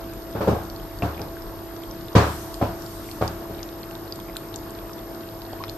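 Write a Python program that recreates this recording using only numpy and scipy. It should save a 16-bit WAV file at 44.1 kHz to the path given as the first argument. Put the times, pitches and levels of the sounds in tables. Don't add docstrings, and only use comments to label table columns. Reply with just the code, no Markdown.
import sys
import numpy as np
from scipy import signal
from scipy.fft import rfft, irfft, next_fast_len
from scipy.io import wavfile
from scipy.ndimage import uniform_filter1d, map_coordinates

SR = 44100
rng = np.random.default_rng(int(sys.argv[2]) if len(sys.argv) > 2 else 0)


def master(y):
    cut = np.clip(np.atleast_2d(y).T, -1, 1)
    pcm = np.round(cut * 32767)
    wavfile.write(sys.argv[1], SR, pcm.astype(np.int16))


N = 254456

# frequency in Hz, relative density in dB per Hz.
TREBLE_SPECTRUM = [(1500, -31), (3500, 0), (6000, 0), (11000, -2.5), (13000, -4), (15500, -15)]


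def amp(db):
    return 10 ** (np.asarray(db) / 20)


def unit(x):
    return x / np.sqrt(np.mean(x ** 2) + 1e-20)


def along(points, hz):
    f, v = np.transpose(points)
    return np.interp(np.log(hz + 1), np.log(f + 1), v)


def curves(rows):
    s, *cols = np.transpose(rows)
    return [np.interp(np.arange(N) / SR, s, c) for c in cols]


def wobble(rate):
    knots = rng.standard_normal(int(N * rate / SR) + 4)
    return map_coordinates(knots, [np.arange(N) * rate / SR])


def rush(spectrum, size=N, patchy_db=0, decays=False):
    # frequency in Hz, correlation (1 is identical).
    likeness = [(30, 0.81), (80, 1), (300, 0.86), (640, 0.77), (1400, 0.24), (3000, 0), (11000, 0.13),
                (13000, 0.87)]
    # frequency in Hz, time to fall 60 dB in seconds.
    kitchen_t60 = [(60, 1), (250, 0.3), (1000, 0.53), (4000, 0.52), (12000, 0.61)]
    hz, t, z = signal.stft(rng.standard_normal((2, size)), SR, nperseg=512)
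    field = uniform_filter1d(rng.standard_normal(z.shape[1:]), size=6, axis=0)
    field = uniform_filter1d(field, size=10, axis=1)
    pair = signal.istft(z * amp(patchy_db * unit(field)), SR, nperseg=512)[1][:, :size]

    f = np.fft.rfftfreq(size, 1 / SR)
    turn = np.arccos(np.clip(along(likeness, f), -1, 1)) / 2
    shaped = rfft(pair) * amp(along(spectrum, f))
    mid, side = irfft(shaped * [np.cos(turn), np.sin(turn)], size)
    out = unit(np.array([mid + side, mid - side]))
    if decays:
        z = signal.stft(out, SR, nperseg=512)[2]
        z = z * amp(-60 * t / along(kitchen_t60, hz)[:, None])
        out = signal.istft(z, SR, nperseg=512)[1][:, :size]
    return out


def ring(t, hz, t60, rise=0):
    t = np.clip(t, 0, None)
    phase = 2 * np.pi * hz * t * (1 + rise * np.minimum(t / t60, 1))
    return amp(-60 * t / t60) * np.sin(phase)


def add(out, s, x):
    part = out[:, round(s * SR):][:, :x.shape[-1]]
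    part += x[..., :part.shape[1]]


def deep_rumble():
    # frequency in Hz, relative density in dB per Hz.
    rumble_spectrum = [(15, 7), (30, 23), (50, 20.5), (75, -9), (130, -26), (300, -42)]
    # time in seconds, mean level in dB.
    rumble_level = [(0, -38.5), (.9, -39.5), (1.7, -36), (2.8, -39.5), (3.6, -42), (4.4, -43.5),
                    (5.1, -42.5), (5.77, -39)]
    level_db = curves(rumble_level)[0] + 1.2 * wobble(7)
    return amp(level_db) * rush(rumble_spectrum, patchy_db=0.0)


def room_air():
    # frequency in Hz, relative density in dB per Hz.
    air_spectrum = [(40, -14), (100, 2), (240, -0.5), (500, -4), (1100, -6.5), (1700, -12.5), (2300, -20),
                    (3500, -22.5), (5200, -23), (6500, -58)]
    air_db, hiss_db = -40, -54
    air = amp(air_db + 0.19 * wobble(9.8)) * rush(air_spectrum, patchy_db=1.56)
    return air + amp(hiss_db) * rush(TREBLE_SPECTRUM, patchy_db=1.4)


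def bright_swells():
    # start in seconds, hold in seconds, level in dB.
    swells = [(.36, 0.035, -55), (2.14, 0.16, -44.5), (2.74, .25, -48.5)]
    rise_s, fade_db_per_s = 0.13, 46
    t, envelope = np.arange(N) / SR, np.zeros(N)
    for s, held, db in swells:
        fading_s = np.clip(t - s - rise_s - held, 0, None)
        envelope += np.clip((t - s) / rise_s, 0, 1) * amp(db - fade_db_per_s * fading_s)
    return envelope * rush(TREBLE_SPECTRUM, patchy_db=2.4)


def fridge():
    # time in seconds, turns a second.
    shaft_speed = [(0, 30.46), (2, 30.48), (3.5, 30.53), (5.77, 30.57)]
    # mean level in dB, for shaft orders 10 to 15 in turn.
    orders_db = [-48.5, -41, -52, -56.5, -54, -78]
    # frequency of another hum in Hz, mean level in dB.
    other_hums = [(100, -48.5), (562.7, -59.5), (662.7, -46), (909, -64.5), (1100, -61), (1824, -78),
                  (3667, -73.5)]
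    turns = np.cumsum(curves(shaft_speed)[0]) / SR
    t, out = np.arange(N) / SR, np.zeros((2, N))
    partials = [(order * turns, db) for order, db in enumerate(orders_db, start=10)]
    partials += [(hz * t, db) for hz, db in other_hums]
    for cycles, db in partials:
        sway_db = 1.3 * wobble(6) + 1.2 * np.array([wobble(4), wobble(4)])
        drift_cycles = rng.random() + .05 * wobble(5)
        phase = 2 * np.pi * (cycles + drift_cycles) + [[.12], [-.12]]
        out += np.sqrt(2) * amp(db + sway_db) * np.sin(phase)
    return out


def camera():
    # offset in steps of half the field rate, level in dB rms.
    sidebands = [(-12, -78), (-10, -75), (-8, -75), (-6, -72), (-4, -68), (-2, -63), (-1, -66), (1, -70),
                 (2, -77), (12, -79), (14, -80)]
    # frequency in Hz, level in dB rms.
    thin_tones = [(6500, -75), (9350, -71), (9400, -84)]
    whine_hz, field_hz = 13025, 50
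    t = np.arange(N) / SR
    since = t - .0085
    whine = amp(-52.0) * np.cos(2 * np.pi * whine_hz * since)
    for k, db in sidebands:
        sideband_hz = whine_hz + k * field_hz / 2
        whine -= amp(db) * np.cos(2 * np.pi * sideband_hz * since + k % 2 * np.pi / 2)
    for hz, db in thin_tones:
        whine += amp(db) * np.cos(2 * np.pi * hz * t)
    out = np.sqrt(2) * np.array([whine, whine])

    short = np.arange(600) / SR
    for s in np.arange(.0095, N / SR, 1 / field_hz):
        pitch, level, sign = rng.standard_normal((3, 2, 1))
        tick = ring(short, 5100 * (1 + 0.043 * pitch), 0.012) * (1 - np.exp(-short / 0.00093))
        add(out, s, amp(-40 + 2.6 * level) * np.sign(sign) * tick)
    return out


def knocks():
    # start in seconds, level in dB, blow in Hz, hardness in dB per octave, then boom in dB,
    # wall echo in dB, echo in Hz and tail in dB; the last three levels are relative to the first.
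    blows = [(0.3504, -18.5, 536, -2.2, -9.5, -8, 300, -8), (.4065, -13.5, 570, -1, -17, -7, 400, -10),
             (0.4737, -6, 536, -5, -14, -10, 280, -8.5), (1.0214, -16, 662, .6, -4.5, -3, 198, -9),
             (1.1915, -27, 640, 0, -8, -5, 500, -7), (2.151, -2, 454, 2.5, -8, 0, 265, -9.5),
             (2.6124, -12, 562, -1.7, -9.5, 0, 303, -9), (3.2109, -14, 552, 0.5, -8.5, 1.7, 615, -9.5),
             (3.4978, -26.5, 385, 0, -6.5, -9, 300, -11)]
    # frequency in Hz, mean level in dB, time to fall 60 dB in seconds.
    floor_modes = [(75.3, -3.5, 0.56), (107.5, -0.5, 0.28), (181.3, -3, 0.18), (290.5, -11.5, 0.33),
                   (411.7, -8.5, 0.3), (475, -15, 0.12), (548, -13, 0.4), (694.4, -9.5, 0.29)]
    # frequency in Hz, density before hardness in dB per Hz.
    thud_spectrum = [(60, -9.5), (180, 1.5), (450, 1.5), (750, -0.5), (1100, -5.5), (1600, -9.5),
                     (2300, -24), (4000, -70)]
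    # frequency in Hz, relative density in dB per Hz.
    crack_spectrum = [(1200, -24), (2200, 8), (4500, 3.5), (8000, -7), (15000, -21)]
    echo_delay_s = .0138
    crack_base_db, echo_edge_base_db = -26, -22
    crack_per_hardness = 1.34
    out, t = np.zeros((2, N)), np.arange(30720) / SR
    late, swell = np.clip(t - echo_delay_s, 0, None), 1 - np.exp(-t / 0.0032)
    for s, db, hz, hard_db, boom_db, echo_db, echo_hz, tail_db in blows:
        extra_db = crack_per_hardness * hard_db
        direct = ring(t, hz, 0.047) + 0.39 * ring(t, 1290, 0.012)
        direct = direct * (1 - np.exp(-t / 0.00064))

        echo = 1.87 * ring(late, echo_hz, 0.013)
        echo += 0.45 * amp(hard_db) * ring(late, 1170, 0.013)
        echo += amp(echo_edge_base_db + extra_db) * ring(late, 1470, 0.011)

        boom = np.zeros((2, len(t)))
        for f, level, t60 in floor_modes:
            mode_db = level + rng.normal(0, 1.6) + rng.normal(0, .8, (2, 1))
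            boom += amp(mode_db) * ring(t - .003, f, t60)

        tilted = [(f, level + hard_db * np.log2(max(f, 500) / 500)) for f, level in thud_spectrum]
        tail = amp(tail_db) * rush(tilted, size=len(t), patchy_db=1.36, decays=True)
        crack = rush(crack_spectrum, size=len(t), patchy_db=1.0, decays=True)
        tail += amp(crack_base_db + extra_db) * crack

        room = swell * (amp(boom_db) * boom + tail)
        add(out, s, amp(db) * (0.65 * direct + amp(echo_db) * echo + room))
    return out


def crockery():
    # start in seconds, level in dB, frequency in Hz, time to fall 60 dB in seconds.
    clinks = [(1.023, -28.5, 2670, 0.046)]
    out, t = np.zeros((2, N)), np.arange(30720) / SR
    for s, db, hz, t60 in clinks:
        add(out, s, amp(db) * (ring(t, hz, t60) + 1.45 * ring(t, 0.91 * hz, 0.41 * t60)))
    return out


def smack(db, mouth_hz, film_hz, film_db):
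    mouth_left_db, film_left_db, side_scatter_db = -0.7, 8.5, 3.5
    t = np.arange(700) / SR - .0006 - np.array([[0], [.00005]])
    rise = 1 - np.exp(-np.clip(t, 0, None) / 0.00053)
    spread = 1 + 0.078 * rng.standard_normal((4, 2, 1))
    ports = np.array([[.5], [-.5]])
    scatter_db = side_scatter_db * rng.standard_normal()

    mouth = ring(t, mouth_hz, 0.008)
    mouth += 1.26 * ring(t, 1.088 * spread[0] * mouth_hz, 0.0067)
    mouth += 0.66 * ring(t, 0.786 * spread[1] * mouth_hz, 0.0073)

    film = ring(t, film_hz, 0.0061)
    film += 1.26 * ring(t, 1.18 * spread[2] * film_hz, 0.0041)
    film += 0.52 * ring(t, 0.8 * spread[3] * film_hz, 0.0074)

    both = amp(mouth_left_db * ports) * mouth + amp(film_db + film_left_db * ports) * film
    return amp(db + scatter_db * ports) * rise * both


def laps():
    # start in seconds, level in dB, mouth in Hz, film in Hz, film over mouth in dB.
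    tongue_smacks = [(.135, -41, 2450, 7200, 8), (.2209, -35, 4360, 6400, -14),
                     (.3102, -42.5, 4650, 7600, 8), (.6343, -43, 4000, 8600, 8),
                     (0.6988, -26.5, 4600, 5700, -13), (.761, -30, 4420, 5700, -6),
                     (.987, -34, 4480, 7320, .3), (1.178, -28.5, 2380, 6400, -15),
                     (1.194, -31, 2440, 5700, -8), (1.2164, -24, 4900, 5560, -7),
                     (1.4207, -33, 5250, 5700, -6), (1.764, -37, 3570, 5600, 0),
                     (1.835, -30, 3240, 7500, -9), (1.9108, -28.5, 5200, 5830, -7),
                     (2.01, -34, 3640, 5600, -2), (2.083, -30.5, 3690, 5700, -7),
                     (2.5416, -25, 4340, 7200, -3.5), (2.821, -34, 4800, 5700, 5),
                     (2.862, -31, 4700, 5900, -6), (3.089, -32, 2130, 6000, -18),
                     (3.113, -26, 4350, 5700, -7), (3.2776, -18.5, 4760, 6900, -10),
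                     (3.5468, -36, 3750, 5600, -6), (3.5818, -35, 3020, 6000, -14),
                     (3.5915, -32, 3780, 6000, -16), (3.6296, -23, 4960, 6050, -2),
                     (3.689, -32, 3750, 6500, -9), (3.831, -28.5, 4260, 5600, -13),
                     (3.91, -32, 2680, 6260, -4), (3.952, -28, 3700, 6200, -9),
                     (4.123, -19.5, 4700, 5630, -13), (4.1574, -36, 4300, 7300, 7),
                     (4.2, -31.5, 3320, 6200, -2), (4.2842, -34.5, 2340, 6400, -16),
                     (4.2967, -35, 2100, 6500, -14), (4.367, -18.5, 3730, 9500, 1),
                     (4.541, -25.5, 3740, 6000, -7), (4.559, -28.5, 4600, 6760, 8.5),
                     (4.7054, -39, 5060, 7600, 10), (4.7496, -36, 4220, 5600, -6),
                     (4.788, -31, 3500, 5900, -15), (4.8944, -36, 2510, 6500, -14),
                     (4.9322, -30, 5040, 5600, -15), (4.9816, -36, 3500, 6900, -12),
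                     (4.9903, -35, 3600, 7000, -7), (5.1466, -32.5, 4400, 6200, -11),
                     (5.2076, -35, 4050, 5600, -9), (5.234, -35, 2760, 6000, -16),
                     (5.2879, -32, 3970, 6500, -16), (5.418, -28, 4100, 6400, -17),
                     (5.451, -34, 4260, 6000, -11), (5.464, -34, 3970, 6000, -12),
                     (5.529, -34, 4600, 6500, -6), (5.6378, -24, 2160, 3930, -1.5),
                     (5.681, -30, 3350, 5500, -12), (5.69, -28, 3620, 5600, -14),
                     (5.695, -21.5, 4230, 5960, -8)]
    out = np.zeros((2, N))
    for s, *row in tongue_smacks:
        add(out, s, smack(*row))
    for when, size, pitch in rng.random((300, 3)):
        tick_db = -49.5 - 4.8 * np.log(size + 0.025)
        tick = smack(db=tick_db, mouth_hz=2100 * 2.6 ** pitch, film_hz=6400, film_db=-14)
        add(out, when * N / SR, tick)
    return out


def bubbles():
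    # start in seconds, level in dB, initial pitch in Hz, time to fall 60 dB in seconds.
    milk_bubbles = [(1.369, -26.5, 1500, 0.01), (4.19, -23.5, 950, 0.011), (4.361, -19, 1420, 0.0069),
                    (4.895, -28, 1310, 0.013), (5.533, -17.5, 715, 0.011), (5.638, -18, 1130, 0.0092)]
    out, t = np.zeros((2, N)), np.arange(3000) / SR
    for s, db, hz, t60 in milk_bubbles:
        skin = .25 * ring(t, 4.5 * hz, 0.59 * t60)
        body = ring(t, hz, t60, rise=0.043)
        add(out, s, amp(db) * (body + skin) * (1 - np.exp(-t / 0.00044)))
    return out


def slurp():
    start_s, length_s, base_hz, arch_share, mean_db = 5.602, 0.0207, 860, 0.33, -31
    out = np.zeros((2, N))
    u = np.arange(round(length_s * SR)) / (length_s * SR)
    pitch_hz = base_hz * (1 + arch_share * np.sin(np.pi * u))
    uneven_db = np.interp(u, np.linspace(0, 1, num=8), rng.normal(0, 3, size=8))
    envelope = amp(mean_db + uneven_db) * np.sqrt(np.sin(np.pi * u))
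    add(out, start_s, envelope * np.sin(2 * np.pi * np.cumsum(pitch_hz) / SR))
    return out


def kitten():
    out = laps() + bubbles() + slurp()
    t = np.arange(SR // 5) / SR
    decay = amp(-29 - 60 * t / .025) + amp(-43 - 60 * t / .3)
    answer = decay * (t > .002) * rng.standard_normal((2, len(t)))
    return out + signal.fftconvolve(out, answer, axes=1)[:, :N]


def scene():
    background = deep_rumble() + room_air() + bright_swells()
    return background + fridge() + camera() + knocks() + crockery() + kitten()


def record(dry):
    top_hz = 15500
    bass_cut = signal.butter(2, 45, "high", fs=SR, output="sos")
    thin = signal.sosfilt(bass_cut, dry * amp([[.3], [-.3]]))
    clipped = thin / (1 + abs(thin) ** 8) ** (1 / 8)
    m = next_fast_len(N + 8192)
    kept = np.fft.rfftfreq(m, 1 / SR) < top_hz
    return irfft(rfft(clipped, m) * kept, m)[:, :N]


dry = scene()
out = record(dry)
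master(out)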